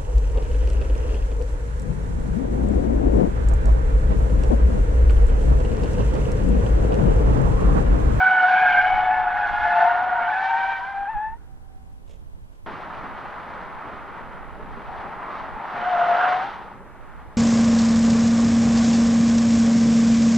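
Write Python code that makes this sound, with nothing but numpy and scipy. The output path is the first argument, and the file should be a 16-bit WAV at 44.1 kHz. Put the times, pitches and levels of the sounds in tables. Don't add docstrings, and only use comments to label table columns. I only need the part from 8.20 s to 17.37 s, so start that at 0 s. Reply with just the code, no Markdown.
import sys
import numpy as np
from scipy import signal
from scipy.fft import rfft, irfft, next_fast_len
from scipy.io import wavfile

SR = 44100
rng = np.random.default_rng(int(sys.argv[2]) if len(sys.argv) > 2 else 0)


def transcribe(u):
    v = np.clip(np.atleast_2d(u).T, -1, 1)
    q = np.round(v * 32767).astype(np.int16)
    wavfile.write(sys.argv[1], SR, q)


N = 404397


def squeal(rows, wander, flutter_db, skirt_db, third_db, skirt_hz=41.0, rougher_db=4.5):
    start, end = round(rows[0][0] * SR), round(rows[-1][0] * SR)
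    size = end - start
    slip_hz, first_db, second_db = (column[start:end] for column in in_time(rows))
    upper_db = second_db + np.broadcast_to(third_db, N)[start:end]
    levels_db = first_db, second_db, upper_db, upper_db - 13.5
    t = np.arange(size) / SR
    gate = np.clip(np.minimum(t / .004, t[::-1] / .03), 0, 1)
    waver = 1 + wander * (drift(14, size) + .7 * drift(50, size))
    phase = 2 * np.pi * np.cumsum(slip_hz * waver) / SR
    partials = 0
    for k, level_db in enumerate(levels_db):
        width_hz = skirt_hz * (k + 1)
        skirt = from_db(skirt_db + rougher_db * k) * (drift(width_hz, size) + 1j * drift(width_hz, size))
        swing = np.minimum(drift(22, size), 1.1)
        flutter = from_db(flutter_db * (1 + .15 * k) * swing)
        harmonic = np.real(np.exp(1j * (k + 1) * phase) * (1 + skirt))
        partials += from_db(level_db) * flutter * harmonic
    out = np.zeros(N)
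    out[start:end] = np.sqrt(2) * gate * partials
    return out


def tyres():
    # time in seconds, slip frequency in Hz, 1st and 2nd harmonic levels in dB.
    outer_front = [(0.0, 749, -22, -17), (0.2, 740.5, -21, -19), (0.42, 738, -17, -23),
                   (0.55, 720.9, -23, -32.5), (0.66, 743.8, -20, -29.5), (1.0, 732.8, -23, -35.5),
                   (1.32, 711, -35, -37.5), (1.62, 699, -18.5, -32.5), (1.86, 722.8, -31.5, -32),
                   (2.06, 702.2, -26, -39), (2.16, 759.7, -26, -30.5), (2.48, 779.3, -27, -28),
                   (2.62, 767, -39, -35), (2.74, 792, -30, -38), (2.875, 802, -28, -39.5),
                   (2.9, 902, -24.5, -39.5), (2.94, 886, -38, -41.5), (2.965, 820, -27, -39),
                   (3.04, 876, -29, -37), (3.12, 888, -33, -50.5), (3.18, 950, -49, -63)]
    outer_rear = [(0.15, 860.7, -34.5, -42), (0.5, 853.2, -33, -34.5), (0.7, 827.2, -29, -41.5),
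                  (0.92, 855, -27, -35.5), (1.14, 844.8, -29, -41.5), (1.25, 822.4, -30, -35),
                  (1.55, 855.4, -23.5, -32.5), (1.76, 934, -28, -43), (1.86, 949, -43, -58),
                  (1.96, 954, -30, -50.5), (2.14, 850, -31.5, -35), (2.4, 929, -27, -44),
                  (2.52, 926, -31.5, -43.5), (2.76, 1035, -47, -58.5)]
    inner_front = [
        [(0.28, 773, -30.5, -28.5), (0.42, 817, -36.5, -26.5), (0.55, 778, -33.5, -19.5),
         (0.65, 801, -39.5, -25), (0.76, 790, -56, -56.5)],
        [(1.0, 757, -48, -57.5), (1.06, 738, -31, -38.5), (1.23, 750.5, -38.5, -31), (1.38, 727, -38.5, -34.5),
         (1.66, 745, -25.5, -31), (1.86, 730.5, -28.5, -41), (2.04, 749.7, -30.5, -25.5), (2.13, 762, -43, -24)],
    ]
    swerve = [(7.52, 727, -43, -63), (7.62, 712, -30.5, -44), (7.71, 735.7, -24.5, -44),
              (7.76, 702.2, -18, -41.5), (7.94, 704, -22.5, -39), (8.03, 723.5, -23.5, -33.5),
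              (8.18, 737, -24.5, -48), (8.26, 795.5, -32.5, -51.5), (8.33, 770, -48.5, -50.5)]
    moan = [(6.66, 758, -56.5, -76), (6.76, 800, -49.5, -65), (6.88, 840, -54.5, -76),
            (7.1, 1079, -50, -88), (7.3, 952, -56.5, -83), (7.4, 830, -49, -72), (7.6, 880, -58, -69.5),
            (8.1, 940, -51.5, -55), (8.55, 864, -59, -78.5)]
    linger = [(3.2, 772, -69, -96.5), (3.578, 765, -62, -86), (3.88, 782, -76, -96)]
    # time in seconds, level against the 2nd in dB.
    front_third = [(0.0, -18), (0.3, -16.5), (0.55, -3), (0.95, -7.5), (1.1, -15.5), (1.4, -8.5), (1.6, -9),
                   (1.85, -26), (2.1, -20.5), (2.5, -9.5), (2.66, -16), (3.0, -22.5), (3.15, -24)]
    other_thirds = [-19.5, -14, -21.5, -36, -12.5]
    rear_db, *inner_db, swerve_db, moan_db = other_thirds
    front_db = in_time(front_third)[0]
    out = squeal(outer_front, wander=.005, flutter_db=2.5, skirt_db=-16, third_db=front_db)
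    out += squeal(outer_rear, wander=.011, flutter_db=4.2, skirt_db=-14, third_db=rear_db, rougher_db=7)
    for slide, slide_db in zip(inner_front, inner_db):
        out += squeal(slide, wander=.007, flutter_db=3.8, skirt_db=-13, third_db=slide_db)
    out += squeal(swerve, wander=.006, flutter_db=2.8, skirt_db=-13, third_db=swerve_db,
                  skirt_hz=90, rougher_db=17)
    out += squeal(moan, wander=.01, flutter_db=1.5, skirt_db=10, third_db=moan_db,
                  skirt_hz=130, rougher_db=0)
    return out + squeal(linger, wander=.004, flutter_db=3, skirt_db=-10, third_db=-20)


def road(change_s=4.46):
    # time in seconds, then roar, treble and rumble levels in dB.
    skid = [(0.03, -36.5, -51, -48), (0.55, -36.5, -47.5, -51.5), (1.09, -37.5, -59, -49.5),
            (1.42, -37.5, -50.5, -52.5), (1.65, -33, -50, -48.5), (1.93, -36, -59, -51),
            (2.24, -38, -50, -54.5), (2.55, -43, -53, -56), (2.96, -50, -71, -60.5),
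            (3.22, -69, -89, -64.5), (3.75, -79.5, -83, -86)]
    drive = [(4.55, -39.5, -56.5, -42), (4.75, -39.5, -58.5, -46), (5.96, -42, -64, -45.5),
             (6.35, -46, -68, -48), (6.55, -43.5, -63, -47.5), (6.8, -40.5, -60, -46),
             (7.0, -39.5, -63, -47.5), (7.16, -38, -55, -46), (7.37, -40.5, -64, -43.5),
             (7.56, -34, -52.5, -44.5), (8.13, -29, -46, -45.5), (8.31, -39.5, -53, -46.5),
             (8.45, -46, -63.5, -50), (8.66, -52.5, -77, -50), (9.0, -50.5, -72, -54.5),
             (9.17, -53.5, -71.5, -48)]
    # frequency in Hz, relative density in dB.
    skid_spectrum = [(300, -36), (500, -20.5), (700, -6.5), (870, -0.5), (1180, -8.5), (1500, -4.5),
                     (1900, -12), (2600, -24.5), (3400, -32.5), (4500, -47.5)]
    drive_spectrum = [(260, -31), (450, -9), (724, 0), (855, 4), (1160, 1), (1300, 1), (1750, -5.5),
                      (1970, -6.5), (2230, -11.5), (3300, -27), (4290, -55.5), (7260, -120)]
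    treble_spectrum = [(2000, -5), (3000, 0), (3600, -2.5), (4500, -9), (5500, -16.5), (6300, -19.5),
                       (7200, -32), (8500, -34), (11000, -46)]
    rumble_spectrum = [(59, -40), (100, -6.5), (199, 0.5), (329, -3), (431, -1.5), (524, -7), (600, -3),
                       (780, -32.5), (1320, -120)]
    away = np.clip((np.arange(N) / SR - change_s) / .002, 0, 1)
    roar_db, treble_db, rumble_db = away * in_time(drive) + (1 - away) * in_time(skid)
    roar = away * coloured(drive_spectrum, 966, 1426) + (1 - away) * coloured(skid_spectrum, 983, 1350)
    grit = from_db(0.47 * drift(10) + 0.77 * drift(55))
    treble = from_db(treble_db + 0.72 * drift(14)) * coloured(treble_spectrum, 2800, 7100)
    rumble = from_db(rumble_db + 1.8 * drift(8)) * coloured(rumble_spectrum, 120, 650)
    return grit * (from_db(roar_db) * roar + treble) + rumble


def wind(opposed_share=.62, buffet_ramp_s=.045):
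    # time in seconds, level in dB.
    course = [(0.0, -54.5), (0.27, -61), (0.45, -44.5), (1.4, -41.5), (1.55, -48), (1.9, -46.5),
              (2.35, -52.5), (2.7, -49), (3.3, -43.5), (5.6, -50), (6.15, -45.5), (6.6, -42), (7.25, -51.5),
              (8.3, -52), (9.17, -45.5)]
    # time of the peak in seconds, rise above the slow course in dB.
    buffets = [(1.43, 5.6), (2.82, 8.5), (2.96, 15), (3.109, 6.4), (7.34, 6.8), (9.07, 7.3)]
    # frequency in Hz, relative density in dB.
    spectrum = [(2, -12), (5, -1), (15, 1), (38, -1), (75, -5), (119, -13), (300, -24), (500, -36),
                (900, -70)]
    exposure_db = [[0], [5]]
    common, *own = (coloured(spectrum, 10, 90) for _ in range(3))
    pressure = np.sqrt(opposed_share) * common * [[1], [-1]] + np.sqrt(1 - opposed_share) * np.array(own)
    t = np.arange(N) / SR
    buffets_db = sum(db * np.clip(1 - abs(t - peak_s) / buffet_ramp_s, 0, 1) for peak_s, db in buffets)
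    return from_db(in_time(course)[0] + buffets_db + exposure_db + 1.8 * drift(4.5)) * pressure


def rustle(resonance_hz=3230, body_hz=547, t60_s=0.096):
    # start in seconds, relative level in dB.
    puffs = [(3.8536, -75), (3.874, -61), (3.891, -57), (3.905, -54.5), (3.9294, -59), (3.9524, -64),
             (3.99, -69), (4.324, -68), (4.3494, -67)]
    bands = [signal.butter(2, [hz * 0.7, hz * 1.15], "band", fs=SR, output="sos")
             for hz in (resonance_hz, 2 * resonance_hz, body_hz)]
    out, t = np.zeros(N), np.arange(4000) / SR
    for start_s, level_db in puffs:
        noise = rng.standard_normal(len(t))
        main, octave, body = (rms_one(signal.sosfilt(band, noise)) for band in bands)
        envelope = from_db(level_db - 60 * t / t60_s) * np.minimum(t / 0.0055, 1)
        out[round(start_s * SR):][:len(t)] += envelope * (main + 0.66 * octave + 1.9 * body)
    return out * from_db([[-3], [1.5]])


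def air():
    # frequency in Hz, in-phase and antiphase densities in dB.
    spectra = [(100, -54, -40), (201, -45.5, -46), (450, -48, -48.5), (1000, -51.5, -46.5),
               (1400, -64, -54), (2500, -71.5, -59), (4500, -72, -67), (7060, -72, -69), (8500, -70.5, -73),
               (12000, -72, -83), (13500, -74.5, -78.5), (15000, -87, -96.5)]
    in_phase = coloured(np.array(spectra)[:, :2])
    antiphase = coloured(np.array(spectra)[:, ::2])
    return in_phase + antiphase * [[1], [-1]]


def ports(sound):
    # frequency in Hz, left minus right in dB.
    level_difference = [(60, 3.5), (350, 1), (800, 3), (1000, 3.5), (1200, -5), (1400, -5), (1650, -0.5),
                        (2040, 2), (3200, 3.5), (9000, -2.5)]
    # frequency in Hz, lead of the left port in radians.
    phase_difference = [(0, 0), (780, .2), (1030, -.8), (1250, -.3), (1550, .6), (1810, 0), (2150, .6),
                        (2500, 0), (3010, .1), (3360, -.1)]
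    size = next_fast_len(N)
    hz = np.arange(size // 2 + 1) * SR / size
    nepers = np.log(10) / 20 * np.interp(hz, *np.transpose(level_difference))
    lead = np.interp(hz, *np.transpose(phase_difference))
    half = (nepers + 1j * lead) / 2
    return irfft(rfft(sound, size) * np.exp([half, -half]), size)[:, :N]


def coloured(spectrum, low_hz=None, high_hz=None):
    size = next_fast_len(N)
    hz = np.arange(size // 2 + 1) * SR / size + 1e-3
    knot_hz, knot_db = np.transpose(spectrum)
    inside = (hz > knot_hz[0]) & (hz < knot_hz[-1])
    shape = from_db(np.interp(np.log(hz), np.log(knot_hz), knot_db)) * inside
    noise = irfft(rfft(rng.standard_normal(size)) * shape, size)[:N]
    if low_hz is None:
        return noise
    band_power = 2 * np.sum(shape[(hz > low_hz) & (hz < high_hz)] ** 2) / size
    return noise / np.sqrt(band_power)


def drift(rate_hz, size=N):
    pole = np.exp(-16 * np.pi * rate_hz / SR)
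    noise = rng.standard_normal(size // 8 + 4002)
    slow = signal.lfilter([1], [1, -2 * pole, pole * pole], noise)[4000:]
    return np.interp(np.arange(size) / 8, np.arange(len(slow)), rms_one(slow))


def in_time(rows):
    times_s, *columns = np.transpose(rows)
    return [np.interp(np.arange(N) / SR, times_s, column) for column in columns]


def from_db(db):
    return 10 ** (np.asarray(db) / 20)


def rms_one(x):
    return x / np.sqrt(np.mean(x ** 2) + 1e-20)


def scene():
    car = tyres() + road()
    scattered = from_db(-14.5) * road() * [[1], [-1]]
    return ports(car) + scattered + wind() + air() + rustle()


def record(dry, stopband_hz=15000):
    return signal.sosfilt(signal.cheby2(12, 60, stopband_hz, fs=SR, output="sos"), dry)


dry = scene()
out = record(dry)
transcribe(out)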